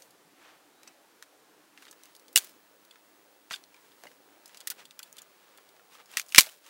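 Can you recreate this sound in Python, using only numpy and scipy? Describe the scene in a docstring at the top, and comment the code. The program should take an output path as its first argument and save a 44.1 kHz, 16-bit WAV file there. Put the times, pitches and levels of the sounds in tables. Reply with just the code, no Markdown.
"""Snapping sticks in a snowy camp

Dry sticks are picked up, knocked together and snapped in a quiet snowy camp.
Each crack is a burst of tiny clicks, the breaking fibres, filtered by the ringing stick.
Grains of noise make the rustle of twigs, snow and cloth between the cracks.
Behind them are a faint outdoor hush, a far hum, one soft whistle and a thin high tone;
the biggest snap overloads the recorder.
"""
import sys
import numpy as np
from scipy import signal
from scipy.fft import rfft, irfft
from scipy.io import wavfile
from scipy.ndimage import uniform_filter1d

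SR = 44100
rng = np.random.default_rng(int(sys.argv[2]) if len(sys.argv) > 2 else 0)


def store_wav(level_fs):
    """Save 16-bit WAV to argv[1]."""
    pcm = np.round(np.clip(np.atleast_2d(level_fs), -1, 1) * 32767)
    wavfile.write(sys.argv[1], SR, pcm.T.astype(np.int16))


N = 295029  # length of the scene in samples

# Colour of the open air and microphone hiss.
# Each row: pitch in Hz, relative level in dB per Hz.
HUSH_COLOUR = [(18, -74), (30, -49), (116, -26), (200, -11), (240, -16), (304, -8), (374, -7), (538, -8),
               (698, -9.5), (881, -10), (1690, -13), (2250, -16), (15000, -24.5)]

# Moves that rub twigs, cloth and snow.
# Each row: loudest moment in seconds, length in seconds, level in dB, treble slope in dB per octave.
RUB_MOVES = [(0.0, 0.19, -61, 0), (0.479, 0.19, -57, -13), (0.89, 0.11, -63, -10),
             (1.84, 0.16, -61.5, -5.5), (2.06, 0.19, -64, -8), (2.938, 0.12, -70, -13),
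             (3.559, 0.11, -58.5, -8), (3.847, 0.31, -65.5, -6), (4.061, 0.22, -63, -3.5),
             (4.33, .12, -68, -11), (4.56, 0.29, -61.5, -7), (4.71, 0.096, -59.5, -9),
             (4.805, 0.06, -51, -10), (5.059, 0.11, -63, -5), (5.196, 0.1, -60.5, -11),
             (5.502, 0.66, -65.5, -9.5), (5.946, .08, -55.5, -7), (6.002, 0.047, -54.5, -12),
             (6.141, 0.095, -51, -6.5), (6.196, 0.056, -46, -1), (6.328, 0.1, -54.5, 0.5),
             (6.69, 0.11, -52.5, -6)]

# Cracks and ticks of wood.
# Each row: start in seconds, approximate peak in dB, ring pitch in Hz, treble slope in dB per octave,
# tearing time in ms, ring strength in dB.
CRACKS = [(0.02, -40.5, 6800, -21, 4.6, 0), (0.1065, -49, 5340, -3, 3.7, 2),
          (0.832, -41.5, 1950, -3, 2.4, 1), (0.8749, -38.5, 6170, -23, 3.7, 3),
          (1.2251, -32.5, 1490, -4, 2.2, -15), (1.775, -39.5, 2100, -10.5, 2.7, -2.5),
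          (1.823, -42, 1320, -5.5, 2.2, -1), (1.8528, -41.5, 1450, -7, 2.1, -6),
          (1.867, -42.5, 1540, -9, 2.3, 1), (1.881, -43.5, 3800, -19, 3.1, -2),
          (1.9109, -38.5, 7160, -15, 3.9, -16), (1.927, -43, 1336, -4, 3.4, 3),
          (2.035, -39, 4900, -7, 1.6, -8), (2.0553, -42.5, 3000, -6, 2, -1.5),
          (2.151, -39.5, 4180, -3.5, 2.7, -10), (2.164, -42, 4940, 1, 2.1, 3),
          (2.1963, -45.5, 4670, -4, 3.2, -1), (2.282, -42.5, 3640, -9, 1.2, -6),
          (2.329, -41, 6030, 0, 1.8, -5), (2.3589, -0.5, 2920, -2.5, 2.3, 0.5),
          (2.36, -21.5, 1100, -9, 2.5, -2.5), (2.3672, -5, 3140, 0, 1.6, -7),
          (2.3754, -4.5, 3580, -5, 1.8, -2), (2.384, -14, 8350, -7, 1.1, -7.5),
          (2.387, -31, 1500, 2, 6, -9), (2.4454, -31, 5930, 4.5, 1.4, -12), (2.494, -43, 5280, 7, 2.7, 6),
          (2.85, -46.5, 4880, -2, 2.3, -5), (2.9091, -41.5, 3410, -8, 3.8, 10),
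          (2.9576, -45, 1055, -8, 3.2, -1), (3.502, -42, 2896, -4, 4.4, 1.5),
          (3.5092, -25, 1616, -11, 5.3, 0), (3.518, -29.5, 1600, -6, 8.1, 0),
          (3.53, -28.5, 2850, -12, 4.2, -1), (3.5366, -24.5, 3600, -13, 4.9, 10),
          (3.547, -35.5, 2480, -4, 5, -9), (3.5573, -34, 3520, -9, 6.1, -4),
          (3.638, -41, 4550, -14.5, 2.6, -1), (3.743, -45.5, 2430, -10, 2.3, 4),
          (3.765, -47.5, 1760, -11, 2.1, 6), (3.9184, -48, 3750, -8, 1.9, 7),
          (4.0367, -34, 538, -5.5, 1.8, -0.5), (4.054, -38.5, 616, -9, 2.2, 1),
          (4.0686, -39, 2120, -8, 3.2, 12), (4.115, -46, 650, -6, 3.4, -4.5),
          (4.4578, -38, 5300, -6, 3.4, -1.5), (4.4784, -42.5, 7620, -6, 2.5, -1),
          (4.4945, -45.5, 2040, -8, 2.8, 0), (4.5458, -38, 3060, -8, 2.8, -1),
          (4.572, -36, 3600, -8, 3.6, -6), (4.6042, -35, 5150, -9, 2.9, -2),
          (4.6106, -39, 3470, -9, 2.1, 7), (4.6722, -19.5, 2150, 0.4, 3.8, -8),
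          (4.7016, -18, 2060, 2.5, 3.5, -19), (4.712, -32.5, 1520, -2.5, 8.8, 0),
          (4.8533, -38.5, 3630, -7.5, 4.1, 2), (4.9092, -35.5, 2840, -7.5, 1.1, 0),
          (4.9914, -30, 2580, -2, 3.6, 2), (4.998, -40.5, 1515, -12.5, 3.2, 3),
          (5.0285, -31.5, 3520, 0, 3.9, 5), (5.127, -35.5, 7000, -1, 2, 1.5),
          (5.168, -38.5, 3300, -3, 2.6, -2.5), (5.1826, -36, 3600, -6, 6.5, 1),
          (5.218, -36, 7100, -7, 2.1, 0.5), (5.575, -41.5, 3470, 0.6, 3.4, 3),
          (5.5843, -43.5, 1400, -20.5, 2, -1), (5.69, -44, 3600, -3.5, 2.1, -4),
          (5.765, -50, 1900, -9, 2.2, 0), (5.795, -48, 1400, -9, 2.1, 4), (5.9517, -45, 1290, -4, 3.4, 7),
          (6.0578, -47.5, 5350, -9, 3.2, 1), (6.1158, -39, 7650, 0, 1.6, 0), (6.135, -40, 2900, -9, 5, 6),
          (6.1702, -12, 2150, -6, 2.6, -10), (6.182, -24.5, 1970, -2, 6.5, -11),
          (6.1962, -17, 2500, -4, 2, -8), (6.215, -32, 2740, -5, 2.9, -8), (6.263, -45, 7280, -13, 2.3, 0),
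          (6.2852, -41, 6120, -6, 2.3, -2), (6.2913, -40, 5340, -6, 2.3, -2.5),
          (6.303, -43, 2930, -2, 2.3, 2), (6.3228, -27.5, 3030, -8, 2.3, -2),
          (6.347, -6.5, 2130, -7.5, 2.7, -22), (6.36, -8, 2230, -6, 1.2, -14),
          (6.373, -18.5, 2800, -6, 4.7, -0.5), (6.3811, 9, 2385, -5.5, 2.87, 0.5),
          (6.3851, 4.5, 2504, -3.5, 4.2, -13.5), (6.3984, -3, 3040, -2.5, 1.1, -4.5),
          (6.4078, -4, 3040, -1.5, 0.9, -8.5), (6.416, -42, 3360, -3, 2.3, 8),
          (6.431, -23, 3700, -8, 2.3, -5), (6.4387, -30, 8000, 0.5, 1.15, -6),
          (6.4426, -32, 2290, -3, 2.1, 7), (6.463, -31, 4660, -11, 4.2, -5),
          (6.4681, -31, 657, -4.5, 3.9, 0.5), (6.49, -34, 3080, -10, 1.6, 6),
          (6.519, -42.5, 1860, -3, 2.7, 2.5), (6.6642, -40, 3044, -6, 1.6, 2.5)]

# Ways in which a stick rings.
# Each row: multiple of the ring pitch, width as a share of the mode's pitch,
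# level in dB before the ring strength is added.
STICK_MODES = [(.44, .12, -10.5), (1.0, 0.055, 5), (1.33, .08, 0.5), (2.2, .07, -6.5), (2.9, .06, -7.5)]

HUSH_DB = -62
HUM_HZ, HUM_WIDTH_HZ, HUM_DB, HUM_SWELL_DB, HUM_UNTIL_S = 300, 30, -74.5, 2, 4.77
WHINE_HZ, WHINE_DB, WHINE_FROM_S = 15696, -71.5, 1.915
WHISTLE_DB, WHISTLE_FLUTTER_HZ = -75, 43.0
WHISTLE_FROM_S, WHISTLE_TO_S, WHISTLE_FROM_HZ, WHISTLE_TO_HZ = 0.73, 0.92, 3820, 4030
RUB_ENDS_DB, RUB_RISE_SHARE = -11, 0.53  # level at the ends of a move; share of its length spent rising
# Debris level is relative to the crack's peak
DEBRIS_DB, DEBRIS_FADE_DB_PER_S, DEBRIS_SLOPE_DB_PER_OCTAVE = -42, 150.5, -3
AFTER_DB, AFTER_DB_PER_MS = -17, 2.5  # crackle of splinters, stronger after a long tear
DUCK_FROM_DB, DUCK_SHARE = -11.5, 0.5  # the gain drops by this share of the excess level
HELD_LEVEL_FALL_DB_PER_S = 12
EDGE_HZ = 15900  # upper band limit


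def gain_of(db):
    """Turn decibels into a factor for the wave."""
    return 10 ** (np.asarray(db) / 20)


def evened(x):
    """Scale a signal to an average (rms) strength of one."""
    return x / np.sqrt(np.mean(x ** 2) + 1e-20)


def fibres(size, per_s, spread_db):
    """Tiny clicks of random sign and size, a few of them large, like fibres or grains giving way."""
    chance = rng.random(size)
    sign = rng.standard_normal(size)
    big = rng.exponential(1, size)
    return (chance < per_s / SR) * sign * gain_of(spread_db * np.minimum(big, 4))


def hush():
    """Steady hiss; the low air noise murmurs in narrow, wandering patches."""
    frames, hz = N // 256 + 5, np.fft.rfftfreq(1024, 1 / SR)
    real, imaginary, patches = rng.standard_normal((frames, 513, 3)).T
    patches = uniform_filter1d(patches, size=3, axis=0)  # across pitch
    patches = evened(uniform_filter1d(patches, size=22, axis=1))  # across time
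    table_hz, table_db = np.transpose(HUSH_COLOUR)
    colour_db = np.interp(np.log(hz + 1), np.log(table_hz), table_db)
    patch_depth_db = 3.5 / (1 + (hz / 1000.0) ** 2)
    level_db = colour_db[:, None] + patch_depth_db[:, None] * patches
    spectrum = (real + 1j * imaginary) * gain_of(level_db)
    noise = signal.istft(spectrum, nperseg=1024, noverlap=768)[1][:N]
    return gain_of(HUSH_DB) * evened(noise)


def hum():
    """A faint far hum: noise through one narrow resonance, wavering until it dies away."""
    r = np.exp(-np.pi * HUM_WIDTH_HZ / SR)
    resonance = [1, -2 * r * np.cos(2 * np.pi * HUM_HZ / SR), r * r]
    ring = signal.lfilter([1, 0, -1], resonance, rng.standard_normal(N))
    swell = uniform_filter1d(rng.standard_normal(N), size=7000)
    swell = evened(uniform_filter1d(swell, size=7000))
    fade = np.clip((HUM_UNTIL_S - np.arange(N) / SR) / 0.29, 0, 1)
    return evened(ring) * gain_of(HUM_DB + HUM_SWELL_DB * swell) * fade


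def whine():
    """A thin electronic tone of the recorder: a steady, very high sine that starts abruptly."""
    t = np.arange(N) / SR
    tone = np.sqrt(2) * np.sin(2 * np.pi * WHINE_HZ * t)
    return gain_of(WHINE_DB) * tone * (t > WHINE_FROM_S)


def whistle():
    """A soft rising tone whose pitch flutters slightly at random."""
    t = np.arange(N) / SR
    flutter = evened(uniform_filter1d(rng.standard_normal(N), size=300))
    fade = np.clip(np.minimum(t - WHISTLE_FROM_S, WHISTLE_TO_S - t) / 0.02, 0, 1)
    glide_hz = np.interp(t, [WHISTLE_FROM_S, WHISTLE_TO_S], [WHISTLE_FROM_HZ, WHISTLE_TO_HZ])
    turns = np.cumsum(glide_hz + WHISTLE_FLUTTER_HZ * flutter) / SR
    return fade * gain_of(WHISTLE_DB) * np.sqrt(2) * np.sin(2 * np.pi * turns)


def rub_power(hz, slope_db, level_db):
    """Power over pitch and time of rubbing grains with one treble slope."""
    bass_cut = (hz / (hz + 200.0)) ** 4
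    treble = gain_of(slope_db * np.log2(np.hypot(hz, 2000.0)))
    colour = (bass_cut * treble) ** 2
    return np.outer(colour / colour.mean(), gain_of(level_db) ** 2)


def rustle():
    """Dense grains swell and fade with each move; sparser bark and snow patter after every crack."""
    dense = evened(fibres(size=N, per_s=9600.0, spread_db=2.0))
    sparse = evened(fibres(size=N, per_s=5000.0, spread_db=2.0))
    hz, t, dense_spectrum = signal.stft(dense, SR, nperseg=256, noverlap=192)
    sparse_spectrum = signal.stft(sparse, SR, nperseg=256, noverlap=192)[2]
    moves = 0
    for s, length, level_db, slope_db in RUB_MOVES:
        side_share = np.where(t < s, RUB_RISE_SHARE, 1 - RUB_RISE_SHARE)
        along = (t - s) / (length * side_share)  # -1 and 1 at the ends of the move
        moves = moves + rub_power(hz, slope_db, level_db + RUB_ENDS_DB * along ** 2)
    fading = 0
    for s, peak_db, *_ in CRACKS:
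        fading = fading + gain_of(peak_db - DEBRIS_FADE_DB_PER_S * abs(t - s)) ** 2 * (t > s)
    debris = rub_power(hz, DEBRIS_SLOPE_DB_PER_OCTAVE, DEBRIS_DB) * fading
    spectrum = dense_spectrum * np.sqrt(moves) + sparse_spectrum * np.sqrt(debris)
    return signal.istft(spectrum, SR, nperseg=256, noverlap=192)[1][:N]


def stick_colour(hz, ring_hz, slope_db, ring_db):
    """How a stick shapes its clicks: little below the ring, modes on it, sloping treble above it."""
    u = 1j * hz / ring_hz
    v = u / 0.74
    broad = (v ** 2 / (1 + 1.427 * v + v ** 2)) ** 2  # a thin stick radiates poorly below its ring
    modes = 0
    for multiple, width, db in STICK_MODES:
        x = u / multiple
        modes = modes + gain_of(db) * width * x / (1 + width * x + x ** 2)
    treble = (1 + u) ** (slope_db / 6)
    bass_cut = (hz / (hz - 200.0 * 1j)) ** 2
    push = gain_of(-27.0) / (1 + u / 0.39) ** 2 * bass_cut  # the air pushed by the recoil
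    air_and_mic = 1 / (1 + 1j * hz / 22000.0) ** 2  # air and microphone soften the highest treble
    return ((broad + gain_of(ring_db) * modes) * treble + push) * air_and_mic


def crack(peak_db, ring_hz, slope_db, tear_ms, ring_db):
    """Fibres give way while the break tears, then splinters and nearby brush crackle on."""
    t = np.arange(4096) / SR
    tear_s = max(tear_ms, 0.2) / 1000
    burst = (1 - np.exp(-t / 0.000045)) * np.exp(-(t / tear_s) ** 2)
    after_shape = np.exp(-(t / 0.012) ** 2.4) * (1 - np.exp(-t / 0.0052))
    after = gain_of(AFTER_DB + AFTER_DB_PER_MS * tear_ms) * after_shape
    drive = evened(fibres(size=4096, per_s=17000.0, spread_db=3.0)) * (burst + after)
    colour = stick_colour(np.fft.rfftfreq(8192, 1 / SR), ring_hz, slope_db, ring_db)
    sound = irfft(rfft(drive, 8192) * colour)[:4096]
    strongest = np.sqrt(uniform_filter1d(sound ** 2, size=60).max())  # loudest short-time rms
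    return gain_of(peak_db - 6.5) * sound / strongest  # that rms sits 6.5 dB under the nominal peak


def cracks():
    """Add up the sound of every break and knock, each at its moment."""
    out = np.zeros(N + 4096)
    for s, *settings in CRACKS:
        out[round(s * SR):][:4096] += crack(*settings)
    return out[:N]


def scene():
    """Mix all the sounds into one channel."""
    background = hush() + hum() + whine() + whistle()
    return (background + rustle() + cracks())[None]


def record(dry):
    """Overload clips the wave, gain control dips after loud breaks, and a filter cuts the top."""
    clipped = np.clip(dry, -1, 1)
    power_db = 10 * np.log10(abs(uniform_filter1d(clipped[0] ** 2, size=400)) + 1e-12)
    fall_db = np.arange(N) * HELD_LEVEL_FALL_DB_PER_S / SR
    held_db = np.maximum.accumulate(power_db + fall_db) - fall_db  # peaks held, sinking steadily
    over_db = np.maximum(held_db - DUCK_FROM_DB, 0)
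    late_db = uniform_filter1d(np.pad(over_db, (2000, 0))[:N], size=1500)  # delayed and smoothed
    ducked = clipped / gain_of(DUCK_SHARE * late_db)
    band_limit = signal.firwin(1023, EDGE_HZ, window=("kaiser", 9), fs=SR)
    return signal.oaconvolve(ducked, band_limit[None], "same")


dry = scene()
out = record(dry)
store_wav(out)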